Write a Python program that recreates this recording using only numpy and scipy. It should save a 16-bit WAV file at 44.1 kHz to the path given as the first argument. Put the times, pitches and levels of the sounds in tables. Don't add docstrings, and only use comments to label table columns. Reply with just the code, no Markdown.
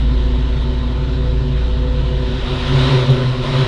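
import sys
import numpy as np
from scipy import signal
from scipy.io import wavfile
from scipy.ndimage import uniform_filter1d

SR = 44100
rng = np.random.default_rng(int(sys.argv[2]) if len(sys.argv) > 2 else 0)


def put_to_file(sound):
    columns = np.atleast_2d(sound).T
    safe = np.clip(columns, -1, 1)
    whole_steps = np.round(safe * 32767)
    wavfile.write(sys.argv[1], SR, whole_steps.astype(np.int16))


def attenuation_scalar(level_db):
    decades = np.asarray(level_db, float) / 20
    return 10 ** decades


N = 161847


def evened(x):
    return x / np.sqrt(np.mean(x ** 2) + 1e-20)


def read(points, hz):
    f, value = np.transpose(points)
    return np.interp(np.log(hz + 1), np.log(f + 1), value)


def control(points, t):
    return np.interp(t, *np.transpose(points))


def outside(t):
    door_s, door_span_s = 2.61, 0.42
    return .5 + .5 * np.tanh((t - door_s) / door_span_s)


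def lorentzian(hz, centre_hz, half_width_hz):
    return 1 / (1 + ((hz - centre_hz) / half_width_hz) ** 2)


def resonate(x, hz, width_hz):
    turn = np.exp(2j * np.pi * hz * np.arange(len(x)) / SR)
    r = np.exp(-np.pi * width_hz / SR)
    return 2 * turn * signal.lfilter([1 - r], [1, -r], x / turn)


def ringing(x, hz, width_hz, steady):
    z = resonate(resonate(x, hz, width_hz), hz, width_hz)
    levelled = z / (abs(z) + 1e-12) ** steady
    return evened(levelled.real)


def drift(t, top_hz):
    coarse = t[::64]
    slow = 0
    for f in np.geomspace(.3, top_hz, num=16):
        slow = slow + np.sin(2 * np.pi * (f * coarse + rng.random())) / np.sqrt(f)
    return np.interp(t, coarse, evened(slow))


def noise(field_db, patchy_db):
    frames, hz = N // 256 + 5, np.fft.rfftfreq(1024, 1 / SR)[:, None]
    real, imag, patches = rng.standard_normal((frames, 513, 3)).T
    patches = uniform_filter1d(patches, size=10, axis=0)
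    patches = evened(uniform_filter1d(patches, size=12, axis=1))
    level_db = field_db(hz, np.arange(frames) * 256 / SR) + patchy_db * patches
    z = (real + 1j * imag) * attenuation_scalar(level_db)
    return signal.istft(z, nperseg=1024, noverlap=768)[1][:N]


# t/s, f/Hz
CYCLE_RATE = [(0, 11.05), (.27, 11.05), (.65, 11.76), (.9, 11.63), (1.13, 11.78), (1.4, 11.34),
              (1.65, 11.36), (2.0, 11.63), (2.25, 11.28), (2.52, 10.62), (2.68, 11.0), (2.85, 12.5),
              (3.05, 14.8), (3.22, 16.2), (3.32, 15.9), (3.44, 14.4), (3.52, 12.7), (3.67, 13.6)]


def crank(t):
    rate_hz = uniform_filter1d(control(CYCLE_RATE, t), size=3000, mode="nearest")
    return np.cumsum(rate_hz) / SR


# multiple of the cycle, cabin level/dB, outside level/dB
ENGINE_ORDERS = [(2, -38, -42), (3, -42, -29), (4, -29, -44), (6, -36, -46), (7, -42, -44), (8, -34, -25),
                 (10, -39, -46), (11, -46, -48), (12, -37, -48), (13, -45, -50), (14, -47, -50),
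                 (15, -45, -50), (17, -44, -46)]
# t/s, level/dB
CABIN_BOOM = [(0.0, -14), (0.05, -13), (0.63, -17.5), (1.08, -19), (1.39, -15), (1.45, -21.5),
              (1.56, -15.5), (2.2, -18), (2.53, -25.5), (2.87, -19.5), (2.98, -41), (3.0, -30.5)]


def orders(t, turns):
    out, cycle_hz = outside(t), np.gradient(turns) * SR
    boom_db = control(CABIN_BOOM, t) - 34 * np.clip(t - 3.08, 0, .25)
    tones = attenuation_scalar(boom_db) * np.sin(2 * np.pi * 5 * turns)
    for k, in_db, out_db in ENGINE_ORDERS:
        level_db = in_db + (out_db - in_db) * out
        waver_db = 2.5 * drift(t, top_hz=5)
        honk_db = 11 * lorentzian(k * cycle_hz, 131, 11)
        tone = np.sin(2 * np.pi * (k * turns + rng.random()))
        tones = tones + attenuation_scalar(level_db + waver_db + honk_db) * tone
    return np.sqrt(2) * tones


CYLINDERS = [2.5, -2, 2, -7.5, -1.5, -2.5, -9, 0.5]


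def breath(turns):
    firing = np.floor(8 * turns).astype(int)
    chance_db = 3.5 * rng.uniform(-1, 1, size=500)
    size = attenuation_scalar(np.array(CYLINDERS)[firing % 8] + chance_db[firing])
    gulps = size * (np.diff(firing, prepend=0) > 0)
    puff_shape = 0.41 + np.exp(-(8 * turns % 1) / .3)
    puffs = size * puff_shape * rng.standard_normal(N)
    pulse_share = 0.41
    return pulse_share * evened(gulps - gulps.mean()) + (1 - pulse_share) * evened(puffs)


# f/Hz, width/Hz,
# cabin level/dB, outside level/dB, share of the effort followed
RUNG_MODES = [(133.58, 6.1, -3.5, -1, 0.95), (246.9, 10.8, -4.5, -5.5, 0.24),
              (262.7, 7.5, -12.5, -12, 0.52), (378.2, 7.7, -10, -9, 0.58), (355, 23.3, -12.5, -11, 0.3),
              (500.2, 3.94, -14.5, -14, .1), (469.6, 14, -18.5, -19.5, 0.27), (564, 18, -24, -18.5, 0.55),
              (652.8, 17, -22.5, -24.5, 0.88), (394, 7.4, -33.5, -16.5, 0.77), (519.6, 5.7, -26, -15.5, .5),
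              (123.3, 9.4, -12, -14, 0.31), (889.3, 24, -25.5, -23, .4), (1006.3, 38, -26.5, -21, 0.32)]
# t/s, level/dB
INTAKE_EFFORT = [(0.0, -26), (0.06, -26), (1.28, -25), (1.29, -26), (2.41, -24.5), (2.49, -38),
                 (2.53, -19.5), (2.63, -28.5), (2.73, -12.5), (2.88, -14.5), (2.95, -9), (3.07, -21),
                 (3.1, -9.5), (3.14, -13.5), (3.24, -13.5), (3.32, -28.5), (3.63, -8.5), (3.67, -12)]
# f/Hz, t/s, half length/s, lift/dB
STANDING_CRESTS = [(250, 0.04, 0.13, 7), (502, 1.28, 0.095, 7), (502, 1.995, 0.27, 10),
                   (379, 1.3, .25, 2.5), (379, 2.41, .25, 6), (379, 2.5, 0.029, 11), (379, 3.03, 0.11, 5.5),
                   (266, 2.9, .15, 6), (560, 3.1, .12, 10), (521, 2.89, 0.043, 3), (521, 3.6, 0.038, 7),
                   (393, 3.1, 0.26, 7), (502, 3, 0.066, 14), (502, 2.98, .06, -8), (250, 2.52, .08, 4),
                   (379, 1.8, .1, 4), (890, .8, .5, 6), (1010, 0.73, 0.38, 4.5), (134.5, 2.96, 0.24, 1.5)]


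def intake(t, turns):
    drive = breath(turns)
    reference_db = -25
    effort_db = control(INTAKE_EFFORT, t) - reference_db
    out, pipe = outside(t), 0
    for hz, width_hz, in_db, out_db, follow in RUNG_MODES:
        crest_db = 0
        for crest_hz, s, half_s, lift_db in STANDING_CRESTS:
            if abs(crest_hz / hz - 1) < 1 / 40:
                crest_db = crest_db + lift_db * np.exp(-((t - s) / half_s) ** 2)
        level_db = reference_db + in_db + (out_db - in_db) * out + follow * effort_db + crest_db
        pipe = pipe + attenuation_scalar(level_db) * ringing(drive, hz, 1.46 * width_hz, steady=.5)
    return pipe


# f/Hz, level/dB per Hz
CABIN_ROAR = [(350, -9.5), (600, -1), (826, -9), (965, -4.5), (2160, -10), (3770, -6), (5340, -24),
              (6940, -41), (11700, -120)]
# f/Hz, level/dB per Hz
BAY_ROAR = [(350, -28), (600, -1.5), (826, -12.5), (1030, -4), (1670, -10), (3840, -8.5), (5340, -23),
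            (6940, -52.5), (11700, -120)]
# f/Hz, half width/Hz, lift/dB
ROAR_MODES = [(1333, 30, 1.5), (1500, 48, 4), (1598, 47, -4.5), (1870, 164, 3), (2110, 160, -2),
              (3080, 200, 1.5), (3900, 200, 3),
              (890, 30, 6), (1010, 40, 5), (1100, 35, -3)]
# f/Hz, level/dB per Hz
AIR_HISS = [(3900, -61), (4400, -36), (5300, -22.5), (7000, -31), (11500, -42)]
# t/s, level/dB
NEARNESS = [(0.0, -36), (0.06, -38.5), (0.07, -37), (0.7, -37), (1.56, -38.5), (1.58, -36.5), (1.85, -37.5),
            (2.2, -35.5), (2.74, -27), (2.8, -24), (2.91, -24.5), (3.11, -29), (3.42, -32.5), (3.44, -28.5),
            (3.58, -26), (3.67, -27)]


def roar(t, turns):
    def field(hz, s):
        cabin_db, bay_db = read(CABIN_ROAR, hz), read(BAY_ROAR, hz)
        lift_db = sum(db * lorentzian(hz, f, half) for f, half, db in ROAR_MODES)
        body_db = cabin_db + (bay_db - cabin_db) * outside(s) + lift_db
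        return 10 * np.log10(attenuation_scalar(2 * body_db) + attenuation_scalar(2 * read(AIR_HISS, hz)))

    hiss = noise(field, patchy_db=1.23)
    hiss = hiss / np.sqrt(uniform_filter1d(hiss ** 2, size=16384))
    throb = 1 + 0.061 * np.cos(2 * np.pi * 8 * turns) + 0.035 * np.cos(2 * np.pi * 2 * turns)
    return attenuation_scalar(control(NEARNESS, t) + 2.0) * throb * hiss


# f/Hz, level/dB per Hz
SHELL_RUMBLE = [(8.8, -44), (15, -3), (64, 6.5), (193, -11), (253, 6), (306, -20.5), (369, -36), (431, -20),
                (900, -29), (1170, -64.5), (1980, -120)]


def shell_rumble(t):
    rumble = evened(noise(lambda hz, s: read(SHELL_RUMBLE, hz) + 0 * s, patchy_db=-6.5))
    lift_db = 0.17 * (control(NEARNESS, t) - control(NEARNESS, 1))
    return attenuation_scalar(-41.5 + lift_db) * rumble


def shake():
    return attenuation_scalar(-30) * ringing(rng.standard_normal(N), 25, 9.0, steady=.3)


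def whine(t):
    return attenuation_scalar(-69) * np.sin(2 * np.pi * 7418 * t)


def squeak(t):
    burst = np.exp(-((t - .615) / .022) ** 2)
    return attenuation_scalar(-63) * ringing(rng.standard_normal(N), 9250, 600, steady=0) * burst


def scene():
    t = np.arange(N) / SR
    turns = crank(t)
    engine = orders(t, turns) + intake(t, turns) + roar(t, turns)
    background = shell_rumble(t) + shake() + whine(t) + squeak(t)
    return (engine + background)[None]


def band_limit(x):
    return signal.sosfilt(signal.butter(12, 15740, fs=SR, output="sos"), x)


def record(dry):
    edge_hz, ceiling = 11050, .71
    lowpass = signal.firwin(511, edge_hz, window=("kaiser", 9), fs=SR)
    limited = signal.oaconvolve(dry, lowpass[None], "same")
    return band_limit(np.clip(limited, -ceiling, ceiling))


dry = scene()
out = record(dry)
put_to_file(out)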